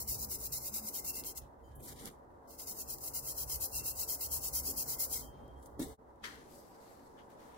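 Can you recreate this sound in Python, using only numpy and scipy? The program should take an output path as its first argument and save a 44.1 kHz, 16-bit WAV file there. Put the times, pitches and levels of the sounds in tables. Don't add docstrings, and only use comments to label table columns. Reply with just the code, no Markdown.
import sys
import numpy as np
from scipy import signal
from scipy.fft import rfft, irfft, next_fast_len
from scipy.io import wavfile
from scipy.ndimage import uniform_filter1d, minimum_filter1d

SR = 44100
rng = np.random.default_rng(int(sys.argv[2]) if len(sys.argv) > 2 else 0)


def decibels_to_gain(level_db):
    exponent = np.asarray(level_db, float) / 20
    return 10 ** exponent


def master_out(mix):
    frames = np.transpose(np.atleast_2d(mix))
    ceiling = np.clip(frames, -1, 1)
    pcm = np.round(ceiling * 32767).astype(np.int16)
    wavfile.write(sys.argv[1], SR, pcm)


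N = 333835
T = np.arange(N) / SR
SIDES = np.array([[1], [-1]])
SCENE_CHANGE_S = 5.97

# (frequency [Hz], level [dB per Hz])
AIR_COLOUR = [(12, -35), (20, -20), (53, -7.5), (124, -10), (199, -23), (263, -10.5), (436, -7.5),
              (546, -3.5), (611, -6), (786, -4), (929, -5), (1230, -13), (2040, -26.5), (2340, -41.5),
              (16200, -43)]
# (frequency [Hz], width [Hz], level [dB])
DUCT = [(327, 17, -6), (455.4, 15, 1), (564.3, 12, -2.5), (967, 12, -1.5)]
# (frequency [Hz], likeness [-1 to 1])
ROOM_LIKENESS = [(60, 1), (130, 0.7), (290, 0.45), (640, 0.033), (1410, -0.34), (3100, 0.12),
                 (6820, -0.000067), (15000, 0.045)]
# (time [s], level [dB])
SCENE_FADE = [(0, 0), (5.93, 4), (5.955, -10.5), (5.97, -27), (5.99, 0.5), (8, 5)]
AIR_DB, AIR_SHAKEN_DB = -63.5, -62
EFFORT_S = 0.26

# (start [s], length [s], first pitch [Hz], last pitch [Hz], level [dB])
BIRD = [
    (1.05, .078, 2738, 2722, -51),
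    (1.116, .05, 2718, 2714, -54),
    (1.15, .08, 2716, 2712, -61),
    (3.722, .056, 2742, 2728, -51),
    (3.778, .045, 2716, 2710, -52),
    (3.82, .1, 2725, 2725, -63),
]
# (time [s], pitch [Hz], level [dB])
SQUEAK = [(5.285, 15350, -88), (5.33, 15000, -83), (5.36, 15330, -81), (5.4, 15000, -82),
          (5.43, 14350, -84), (5.462, 13550, -88)]

# (frequency [Hz], level [dB per Hz])
THRUM = [(11, -48), (18, -35), (45, 4), (68, 3.5), (85, -5), (135, 2), (148, 2), (172, -45), (190, -37),
         (250, -26), (420, -120)]
# (time [s], level [dB])
LEAN = [(0.0, -51.5), (0.76, -57.5), (0.91, -66), (1.18, -61), (1.35, -64.5), (1.43, -55.5), (1.5, -69),
        (1.79, -54.5), (2.23, -68.5), (3.62, -55), (3.69, -71), (3.73, -52), (4.21, -63.5), (4.3, -56.5),
        (5.76, -61.5), (5.86, -53.5), (5.94, -65.5), (7.57, -93.5)]
# (frequency [Hz], level [dB], 60 dB decay [s])
BOARD = [(123, -6.5, 0.015), (249.4, -1, 0.11), (283, 11, 0.058), (360.5, 13.5, 0.032), (434, 3.5, 0.051),
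         (774, -7.5, 0.23)]
# (peak [s], rise [s], fall [s], level [dB])
KNOCKS = [(.3, 0.95, 0.55, -58), (1.28, 1, 0.12, -56.5), (1.84, 0.13, 0.24, -56), (2.07, 0.19, 0.08, -50),
          (2.72, 0.27, 1, -62), (3.82, 0.058, 0.11, -59), (4.68, 0.16, 0.33, -56), (5.25, 0.9, 0.24, -62.5),
          (5.44, 0.2, 0.13, -59), (5.81, 0.036, 0.11, -44), (6.24, 0.07, 1, -58.5)]
# (time [s], level [dB])
WRIST_HUM = [(0, -57), (.5, -68.5), (.85, -57.5), (1.0, -103), (8, -80)]
# (time [s], level [dB])
THUDS = [
    (5.7936, -33),
    (5.8008, -31),
    (5.8165, -34),
    (5.8285, -38),
    (5.8415, -47),
]
# (frequency [Hz], level [dB], 60 dB decay [s])
THUD_MODES = [(317, -3, 0.019), (270, -10.5, 0.05), (526, -11, 0.012), (610, -14, 0.02), (870, -15, 0.017),
              (1110, -19, 0.019), (1370, -21, 0.042), (1770, -27, 0.034)]
BOARD_DB = -66

# (time [s], peak [dB], pan [dB])
TICKS = [(0.5232, -51, 5), (1.2378, -28.5, 3), (2.0565, -25.5, -4), (2.9845, -32.5, 3), (3.8044, -43, 10),
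         (5.4797, -55, 2), (5.6276, -54, 7), (5.659, -48.5, 19), (6.159, -60, 3), (6.4954, -53, 6),
         (0.162, -29, 3), (1.246, -31, 7), (6.709, -60.5, 11), (7.3018, -58, -9)]
# (time [s], frequency [Hz], level [dB], 60 dB decay [s])
CLINKS = [(1.635, 3106, -78, 1.1), (1.635, 4861, -83, .25), (1.635, 6955, -78, .25),
          (1.752, 10100, -72, .3), (1.752, 10800, -73, .6), (1.752, 12300, -70, .3), (5.862, 440, -53, .5),
          (6.24, 1771, -64, .3), (1.7, 1670, -76, .9), (5.215, 3160, -70, 1.0), (5.43, 3200, -81, .7),
          (5.485, 3190, -77, .3), (5.555, 3210, -78, .3), (5.28, 9000, -86, .8), (5.285, 12150, -80, .2),
          (5.24, 6400, -82, .5)]

# (frequency [Hz], level [dB per Hz])
RUSTLE_COLOUR = [(900, -16), (1400, -14.5), (1900, -12), (2600, -15), (3600, -11.5), (4800, -13.5),
                 (5700, -12.5), (8000, -13.5), (12200, -14), (16200, -18)]
# (peak [s], rise [s], fall [s], level [dB], slope [dB per octave])
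DIPS = [(1.42, 0.017, 0.079, -68, 0), (1.66, 0.067, 0.33, -83, 9), (1.72, .15, 0.22, -79, -4.5),
        (1.756, 0.0063, 0.03, -67, 11), (1.803, .015, 0.025, -64, 0), (1.84, 0.037, 0.11, -61.5, 7),
        (1.89, 0.062, 0.061, -52.5, 0.5), (1.928, 0.084, 0.015, -59, -2), (1.965, 0.016, .05, -65, -1),
        (2.0, 0.058, 0.055, -58.5, -3), (2.075, 0.1, 0.033, -53, -1.5), (2.11, .02, 0.09, -71.5, 0),
        (5.25, 0.011, 0.7, -81.5, -4), (5.6, 0.055, .05, -86, 4), (5.632, 0.025, .05, -74, 3),
        (5.663, 0.02, 0.028, -70, 5), (5.7, .05, 0.07, -82, 8), (5.795, 0.0026, 0.1, -55, 4.5),
        (5.825, 0.024, 0.049, -52.5, 3), (5.87, .05, 0.57, -69, 2.5)]
# (peak [s], rise [s], fall [s], level [dB], slope [dB per octave])
SHUFFLES = [(6.243, 0.012, 0.021, -50.5, -6), (6.254, 0.009, 0.021, -53, -7),
            (6.265, .03, 0.16, -56.5, -5.5), (6.34, .05, 1, -71.5, -6), (6.55, 0.13, 0.21, -65, 1.5),
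            (6.9, 0.66, 0.54, -71, -3), (7.194, 0.049, 0.073, -75.5, -10),
            (7.304, 0.024, 0.093, -71.5, -4.5), (7.4, 0.038, 0.47, -71, -4.5), (7.57, .08, .1, -79, -9)]
# (from [s], to [s], modes (frequency [Hz], width [Hz], level [dB]))
BODIES = [
    (1.794, 2.163, [(8950, 260, 0), (10100, 90, -4), (10850, 200, 1), (12300, 260, 1), (7300, 250, -3), (13900, 250, -3)]),
    (5.56, 5.685, [(9800, 350, 6), (7700, 500, 0)]),
    (5.79, 5.967, [(1900, 700, 2), (3700, 360, -4), (5840, 260, -25), (8200, 890, -7), (15400, 500, -9)]),
    (6.238, 6.45, [(1800, 500, -8), (3200, 200, -7), (4400, 900, -8), (6040, 650, -20)]),
    (6.5, 6.8, [(4850, 500, -4), (7900, 300, -6), (11800, 410, -4)]),
    (6.8, 7.106, [(4400, 500, -4), (7690, 300, -8), (11800, 410, -4)]),
    (7.175, 7.245, [(3100, 280, 4.5), (4500, 170, -7)]),
]
# (from [s], to [s], frequency [Hz], width [Hz], depth [0 to
THIN_SPOTS = [
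    (6.24, 7.6, 2500, 4600, 0.6),
    (5.82, 5.97, 2600, 530, 0.9),
    (1.855, 1.915, 2650, 970, 1),
    (2.1, 1.9, 2660, 450, .9),
    (1.72, 1.83, 4800, 3900, 1),
]
DIP_PAN_DB, SHUFFLE_PAN_DB = 1.5, 4.5
PATCHY_DB = 1.3

# (start [s], time to full speed [s], length [s], level [dB])
STROKES = [(-0.03, 0.0099, 0.057, -37), (.072, 0.02, 0.081, -35), (.165, 0.066, 0.082, -38),
           (.287, 0.031, 0.07, -37.5), (.383, 0.077, 0.086, -39), (.518, 0.0095, 0.065, -36),
           (.605, 0.088, 0.077, -37.5), (.721, 0.043, 0.067, -37), (.826, 0.066, 0.064, -39),
           (.925, 0.026, 0.072, -38), (1.04, 0.045, 0.065, -37.5), (1.129, 0.031, 0.074, -40.5),
           (1.241, 0.027, 0.072, -41.5), (1.35, 0.034, 0.03, -40.5)]
# (start [s], time to full speed [s], length [s], level [dB])
LAST_STROKES = [(2.475, 0.035, 0.078, -55), (2.576, 0.02, 0.065, -46.5), (2.659, 0.031, 0.064, -43),
                (2.736, 0.073, 0.086, -42.5), (2.876, 0.03, 0.064, -40.5), (3.007, 0.14, 0.075, -35.5),
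                (3.135, 0.022, 0.057, -37.5), (3.221, 0.065, 0.1, -40), (3.348, 0.062, 0.087, -39.5),
                (3.475, 0.05, 0.087, -38), (3.6, 0.025, 0.063, -37), (3.715, 0.051, 0.083, -37.5),
                (3.835, 0.037, 0.079, -37.5), (3.953, 0.055, 0.085, -38.5), (4.076, 0.023, 0.076, -37),
                (4.193, 0.043, 0.071, -39.5), (4.304, 0.032, 0.076, -37.5), (4.406, 0.044, 0.078, -38),
                (4.527, 0.029, 0.072, -36.5), (4.628, 0.046, 0.086, -38.5), (4.761, 0.022, 0.069, -37),
                (4.86, 0.04, 0.084, -39), (4.985, 0.02, 0.066, -36), (5.092, 0.046, 0.082, -38),
                (5.18, .012, 0.031, -48)]
# (time [s], level [dB])
DRAG = [
    [(0, -55), (1.2, -53), (1.36, -108), (1.42, -70)],
    [(2.478, -79), (2.5, -83), (2.6, -60), (3.2, -56), (5.17, -53), (5.24, -55), (5.32, -78)],
]
# (time [s], peak [dB])
CATCHES = [(0.077, -18), (0.186, -32), (1.0455, -19), (1.259, -26), (2.595, -30), (3.037, -20.5),
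           (3.2505, -32), (3.497, -19), (3.7324, -29), (4.208, -16.5), (4.6558, -26), (0.3092, -38),
           (0.5227, -30), (0.74, -13), (0.9403, -30), (1.155, -27), (1.3778, -44), (2.6708, -22),
           (2.8938, -30), (3.137, -24.5), (3.3772, -17), (3.6074, -22), (3.8576, -19), (3.9903, -26),
           (4.0926, -28), (4.313, -20), (4.4263, -43), (4.532, -22), (4.7721, -33.5), (4.8838, -23),
           (4.9945, -22), (5.112, -32.5)]
# (frequency [Hz], level [dB per Hz])
BRISTLES = [(1300, -11), (1700, -31.5), (2100, -15), (2480, -19), (2900, -14), (3500, -13.5), (4000, -7.5),
            (5200, -1), (7000, 0.5), (8900, -3), (11400, 2.5), (13500, 0.5), (15600, 5.5), (16200, -28)]
# (frequency [Hz], left minus right [dB])
BRISTLE_SIDE = [(1500, 14.5), (3300, 0.5), (4300, 8.5), (5500, 0), (7600, -0.5), (8600, 7.5), (10000, 4.5),
                (12500, 1), (15000, 2)]
# (frequency [Hz], likeness [-1 to 1])
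BRISTLE_LIKENESS = [(1500, -0.3), (2500, 0.8), (4000, 0.15), (6400, -0.42), (10000, -0.33), (15000, -0.2)]
# (frequency [Hz], width [Hz], level [dB])
LEVER = [(2082, 60, 2.5), (2465, 26, 0), (2710, 36, 3), (3167, 31, 2.5), (3782, 24, -3), (5110, 39, -2.5),
         (7250, 62, -5), (7960, 200, -7.5), (11180, 150, -11.5), (12020, 290, -5.5)]
# (frequency [Hz], width [Hz], from [s], to [s])
THIN_BANDS = [(2330, 235, 2.5, 4.8), (3500, 490, 2.47, 4.9), (3200, 440, -13, 0.91), (1840, 170, -3.5, 5)]
BITE_DB, RISE_SHAPE, SAG_DB_PER_S, STOP_DB_PER_S = -13.5, 1.35, 85, 683
PULL_SAG_DB_PER_S, PULL_BITE_DB = -12, -3
BRIGHT_DB, BRIGHT_PER_DB, TURN_BRIGHT_DB = 1, 0.13, 0.29
CATCH_DB, CATCH_S = -23, 0.012
LINGER_S = 0.059
LOW_DRIFT_DB = 5


def rms_one(x):
    return x / np.sqrt(np.mean(x ** 2) + 1e-20)


def in_time(rows):
    s, *columns = np.transpose(rows)
    return [np.interp(T, s, c) for c in columns]


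def spans(tables):
    rows = []
    for table in tables:
        first, last = table[0], table[-1]
        rows += [(first[0] - .01, -120, *first[2:]), *table, (last[0] + .01, -120, *last[2:])]
    return in_time(rows)


def at_hz(points, hz):
    points_hz, values = np.array(points).T[:2]
    return np.interp(np.log(hz), np.log(points_hz + 1), values)


def drift(rate):
    r = np.exp(-2 * np.pi * rate * 40 / SR)
    slow = signal.lfilter([1], [1, -2 * r, r * r], rng.standard_normal(N // 40 + 2002))[2000:]
    return np.interp(np.arange(N) / 40, np.arange(len(slow)), rms_one(slow))


def bump(peak, rise, fall, level_db):
    before, after = (peak - T) / max(rise, .003), (T - peak) / max(fall, .003)
    return decibels_to_gain(level_db - 20 * np.maximum(before, after)) ** 2


def clicks_at(rows):
    out = np.zeros(N)
    for s, level_db, *_ in rows:
        out[round(s * SR)] = decibels_to_gain(level_db)
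    return out


def ring(clicks, hz, t60):
    r, w = decibels_to_gain(-60 / (t60 * SR)), 2 * np.pi * hz / SR
    return signal.lfilter([0, np.sin(w)], [1, -2 * r * np.cos(w), r * r], clicks + 1e-18)


def resonance(x, hz, width):
    r = np.exp(-np.pi * width / SR)
    top = np.array([1, 0, -1]) * (1 - r * r) / 2
    return signal.lfilter(top, [1, -2 * r * np.cos(2 * np.pi * hz / SR), r * r], x)


def grains(per_s, spread_db, last_s, hiss):
    sizes = (rng.random(N) < per_s / SR) * decibels_to_gain(spread_db * np.minimum(rng.exponential(1, N), 4))
    r = np.exp(-1 / (last_s * SR))
    return rms_one(signal.lfilter([1], [1, -r], sizes)) + hiss


def coloured(spectrum, centres_hz, band_db, grain=1, balance=((20, 0), (2e4, 0)), likeness=ROOM_LIKENESS):
    size = next_fast_len(N)
    hz = np.maximum(np.arange(size // 2 + 1) * SR / size, 1)
    mid, side = rfft(grain * rng.standard_normal((2, N)), size)
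    alike = np.clip(at_hz(likeness, hz), -1, 1)
    both = np.sqrt(1 + alike) * mid + SIDES * np.sqrt(1 - alike) * side
    both = both * decibels_to_gain(at_hz(spectrum, hz) + SIDES * at_hz(balance, hz) / 2)
    both = both * (hz > spectrum[0][0]) * (hz < spectrum[-1][0])
    both = both / np.sqrt(np.mean(irfft(both, size) ** 2))
    out = np.zeros((2, N))
    for centre, row in zip(centres_hz, np.eye(len(centres_hz))):
        share = np.interp(np.log(hz), np.log(centres_hz), row)
        out += decibels_to_gain(band_db(centre)) * irfft(both * share, size)[:, :N]
    return out


def air():
    noise = coloured(AIR_COLOUR, [60, 300, 1500], lambda hz: 1.1 * drift(15.0))
    duct = sum(decibels_to_gain(peak_db) * resonance(noise, hz, width) for hz, width, peak_db in DUCT)
    effort = np.sqrt(uniform_filter1d(strokes()[0], round(EFFORT_S * SR)).clip(0))
    level = np.sqrt(decibels_to_gain(AIR_DB) ** 2 + decibels_to_gain(AIR_SHAKEN_DB) ** 2 * effort / effort.max())
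    return level * decibels_to_gain(2.0) * (noise + duct)


def bird():
    notes = np.zeros(N)
    for start, length, first_hz, last_hz, level_db in BIRD:
        part = np.clip((T - start) / length, 0, 1)
        phase = 2 * np.pi * np.cumsum(first_hz + (last_hz - first_hz) * part) / SR
        notes += decibels_to_gain(level_db) * np.sin(np.pi * part ** 1.6) * np.sin(phase)
    echoes = rng.standard_normal((2, 12000)) * decibels_to_gain(-60 * T[:12000] / .8 - 37)
    return .7 * notes + .6 * signal.fftconvolve(notes[None], echoes)[:, :N]


def bench():
    thrum = coloured(THRUM, [30, 70, 150], lambda hz: 2.2 * drift(5.2), balance=((20, -9.0), (125, 0.0)))
    thrum = thrum + decibels_to_gain(2.5) * resonance(thrum, 69, 9)
    thrum = decibels_to_gain(in_time(LEAN)[0] - 2.5) * thrum
    touch = rng.standard_normal((2, N)) * decibels_to_gain([[0], [-7]])
    mid, side = rms_one(sum(decibels_to_gain(level_db) * ring(touch, hz, t60) for hz, level_db, t60 in BOARD))
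    board = np.sqrt(decibels_to_gain(BOARD_DB) ** 2 + sum(bump(*row) for row in KNOCKS))
    touched = board * decibels_to_gain(-3.0) * (mid + SIDES * side)
    hum = decibels_to_gain(in_time(WRIST_HUM)[0]) * rms_one(ring(touch[0], 217, 0.83))
    soft = 2.02 * resonance(clicks_at(THUDS), 341, 173)
    thuds = -sum(decibels_to_gain(level_db) * ring(soft, hz, t60) for hz, level_db, t60 in THUD_MODES)
    return thrum + touched + thuds + hum


def rustle():
    power, slope_db, pan_db = 1e-14, 0, 0
    for rows, pan in ((DIPS, DIP_PAN_DB), (SHUFFLES, SHUFFLE_PAN_DB)):
        for *touch, slope in rows:
            same_scene = (T < SCENE_CHANGE_S) == (touch[0] < SCENE_CHANGE_S)
            rub = bump(*touch) * same_scene
            power = power + rub
            slope_db = slope_db + rub * slope
            pan_db = pan_db + rub * pan
    slope_db, pan_db = slope_db / power, pan_db / power
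    sound = coloured(RUSTLE_COLOUR, np.geomspace(1400, 15000, 5),
                     lambda hz: slope_db * np.log2(hz / 7000) + PATCHY_DB * drift(21),
                     grains(890, 1.2, 0.00037, 4.4))
    sound = sound * np.sqrt(power) * decibels_to_gain(2.0 + SIDES * pan_db / 2)
    out = sound.copy()
    for first, last, modes in BODIES:
        part = slice(round(first * SR), round(last * SR))
        for hz, width, peak_db in modes:
            uneven_db = rng.normal(0, 2.5, 12)
            uneven_db[-1] -= 12
            uneven_db = np.interp(T[part], np.linspace(first, last, 12), uneven_db)
            out[:, part] += decibels_to_gain(peak_db + uneven_db + 5) * resonance(sound[:, part], hz, width)
    for first, last, hz, width, depth in THIN_SPOTS:
        passing = np.sin(np.pi * np.clip((T - first) / (last - first), 0, 1)) ** .5
        out = out - np.clip(depth, 0, 1) * passing * resonance(out, hz, width)
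    return out


def squeak():
    hz, level_db = in_time(SQUEAK)
    level = decibels_to_gain(level_db - 3 + 4.5 * drift(44)) * (T > SQUEAK[0][0]) * (T < SQUEAK[-1][0])
    return level * np.sin(2 * np.pi * np.cumsum(hz) / SR)


def ticks():
    out = np.zeros((2, N))
    high = signal.butter(2, 4000, "high", fs=SR, output="sos")
    bursts = signal.sosfilt(high, rng.standard_normal((len(TICKS), 2, 600)))
    for (s, peak_db, pan_db), noise in zip(TICKS, bursts):
        crack = noise * np.exp(-T[:600] / 0.0016)
        out[:, round(s * SR):][:, :600] += decibels_to_gain(peak_db - 9.5 + SIDES * pan_db / 2) * crack
    return out


def clinks():
    out = np.zeros((2, N))
    t = T[:30000]
    for s, hz, level_db, t60 in CLINKS:
        rubbed = .45 * rms_one(ring(rng.standard_normal((2, 30000)), hz, 0.3))
        pure = 1.25 * np.sin(2 * np.pi * hz * t) * np.minimum(t / .01, 1)
        out[:, round(s * SR):][:, :30000] += (rubbed + pure) * decibels_to_gain(level_db - 60 * t / t60)
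    return out


def strokes():
    power, bright = decibels_to_gain(spans(DRAG)[0]) ** 2, np.zeros(N)
    for k, (start, rise, length, level_db) in enumerate(STROKES + LAST_STROKES):
        near = slice(max(round(start * SR), 0), round((start + length + 0.073) * SR))
        t = T[near] - start
        pull = k % 2
        speed_db = (BITE_DB + PULL_BITE_DB * pull) * np.clip(1 - t / rise, 0, 1) ** RISE_SHAPE
        speed_db -= (SAG_DB_PER_S + PULL_SAG_DB_PER_S * pull) * np.clip(t - rise, 0, 1)
        speed_db -= STOP_DB_PER_S * np.clip(t - length, 0, 1)
        power[near] += decibels_to_gain(level_db + speed_db) ** 2
        bright[near] = BRIGHT_DB + BRIGHT_PER_DB * (level_db + 45.5) + TURN_BRIGHT_DB * (-1) ** k
    for s, peak_db in CATCHES:
        near = slice(round(s * SR), round((s + .06) * SR))
        power[near] += decibels_to_gain(peak_db + CATCH_DB) ** 2 * np.exp((s - T[near]) / CATCH_S)
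    return power, bright


def bowl_echo(x, depth_s, wander_s, share):
    late = []
    for k, side in enumerate(x):
        delay_s = depth_s * (1 + 0.3184 * k) + wander_s * drift(3.02)
        late.append(np.interp(T - delay_s, T, side))
    return (x + share * np.array(late)) / np.sqrt(1 + share ** 2)


def brush():
    power, bright = strokes()
    bright = uniform_filter1d(bright, size=400)
    slips = rms_one(grains(90, 3.1, 0.035, 27.0))
    hiss = coloured(BRISTLES, np.geomspace(2000, 15000, 8),
                    lambda hz: bright * np.log2(hz / 9000) + 0.62 * drift(4.4),
                    grains(5000, 1.5, 0.00073, 1.5), BRISTLE_SIDE, BRISTLE_LIKENESS)
    sound = hiss.copy()
    for hz, width, peak_db in LEVER:
        uneven_db = LOW_DRIFT_DB * (hz < 4000) * drift(10.4)
        sound += decibels_to_gain(peak_db + uneven_db) * resonance(hiss, hz, width)
    for hz, width, first, last in THIN_BANDS:
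        depth = np.clip(.68 + .22 * drift(9), 0, 1) * (T > first) * (T < last)
        sound = sound - depth * resonance(sound, hz, width)
    sound = slips * bowl_echo(sound, .0012, 0.000184, 1.0)
    low = signal.sosfilt(signal.butter(4, 3500, fs=SR, output="sos"), sound)
    lingering = uniform_filter1d(power, round(LINGER_S * SR)).clip(0)
    return np.sqrt(power) * (sound - low) + np.sqrt(lingering) * low


def scene():
    return air() + bird() + bench() + rustle() + squeak() + ticks() + clinks() + brush()


def masked_out(x, margin_db, slope_db, low_hz, busy_db, jitter_db, count=7):
    hz, times, frames = signal.stft(x, SR, nperseg=2048, noverlap=1536)
    band, starts_hz = np.arange(len(hz)) // count, hz[::count]
    power = np.add.reduceat((abs(frames) ** 2).sum(axis=0), np.arange(0, len(hz), count), axis=0)
    treble = uniform_filter1d(power[starts_hz > 2600].sum(axis=0), size=6)
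    treble_db = 10 * np.log10(treble + 1e-20)
    spare_db = np.clip(busy_db - treble_db, 0, 20) + 5 * (times > SCENE_CHANGE_S)
    frame = np.arange(power.shape[1]) // 2
    power = uniform_filter1d(power, size=3, axis=1)[:, 2 * frame] + 1e-20
    spread = decibels_to_gain(-slope_db * abs(starts_hz[:, None] - starts_hz) / 1000) ** 2
    weight = np.where(starts_hz < low_hz, .15, 1)[:, None]
    mask = spread @ (power * weight) / spread.sum(axis=1, keepdims=True)
    neighbours = np.roll(power, 2, axis=0) + np.roll(power, -2, axis=0)
    tones = np.clip(power - 5 * neighbours, 0, 1) * (starts_hz > 2000)[:, None]
    mask += np.max([np.roll(tones, k, axis=0) * decibels_to_gain(-2 - .6 * k) ** 2 for k in range(2, 8)], axis=0)
    luck_db = jitter_db * rng.standard_normal(power.shape)[:, frame]
    wide = uniform_filter1d(rng.standard_normal(power.shape), size=2, axis=1)
    wide = uniform_filter1d(wide, size=2, axis=0)[:, frame]
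    luck_db += 2 * rms_one(wide) * (starts_hz < 3800)[:, None]
    kept = np.clip(10 * np.log10(power / mask) + margin_db + spare_db + luck_db, 0, 1)
    kept = minimum_filter1d(kept, size=4, axis=1)
    kept[starts_hz < low_hz] = 1
    frames = frames * kept[band] * (hz < 15960)[:, None]
    return signal.istft(frames, SR, nperseg=2048, noverlap=1536)[1][:, :N]


def band_limit(x):
    return signal.sosfilt(signal.butter(12, 15990, fs=SR, output="sos"), x)


def record(dry):
    thinned = masked_out(dry, margin_db=8.6, slope_db=9.0, low_hz=1300, busy_db=-63.5, jitter_db=3.6)
    mix = thinned * decibels_to_gain(in_time(SCENE_FADE)[0])
    return band_limit(mix)


dry = scene()
out = record(dry)
master_out(out)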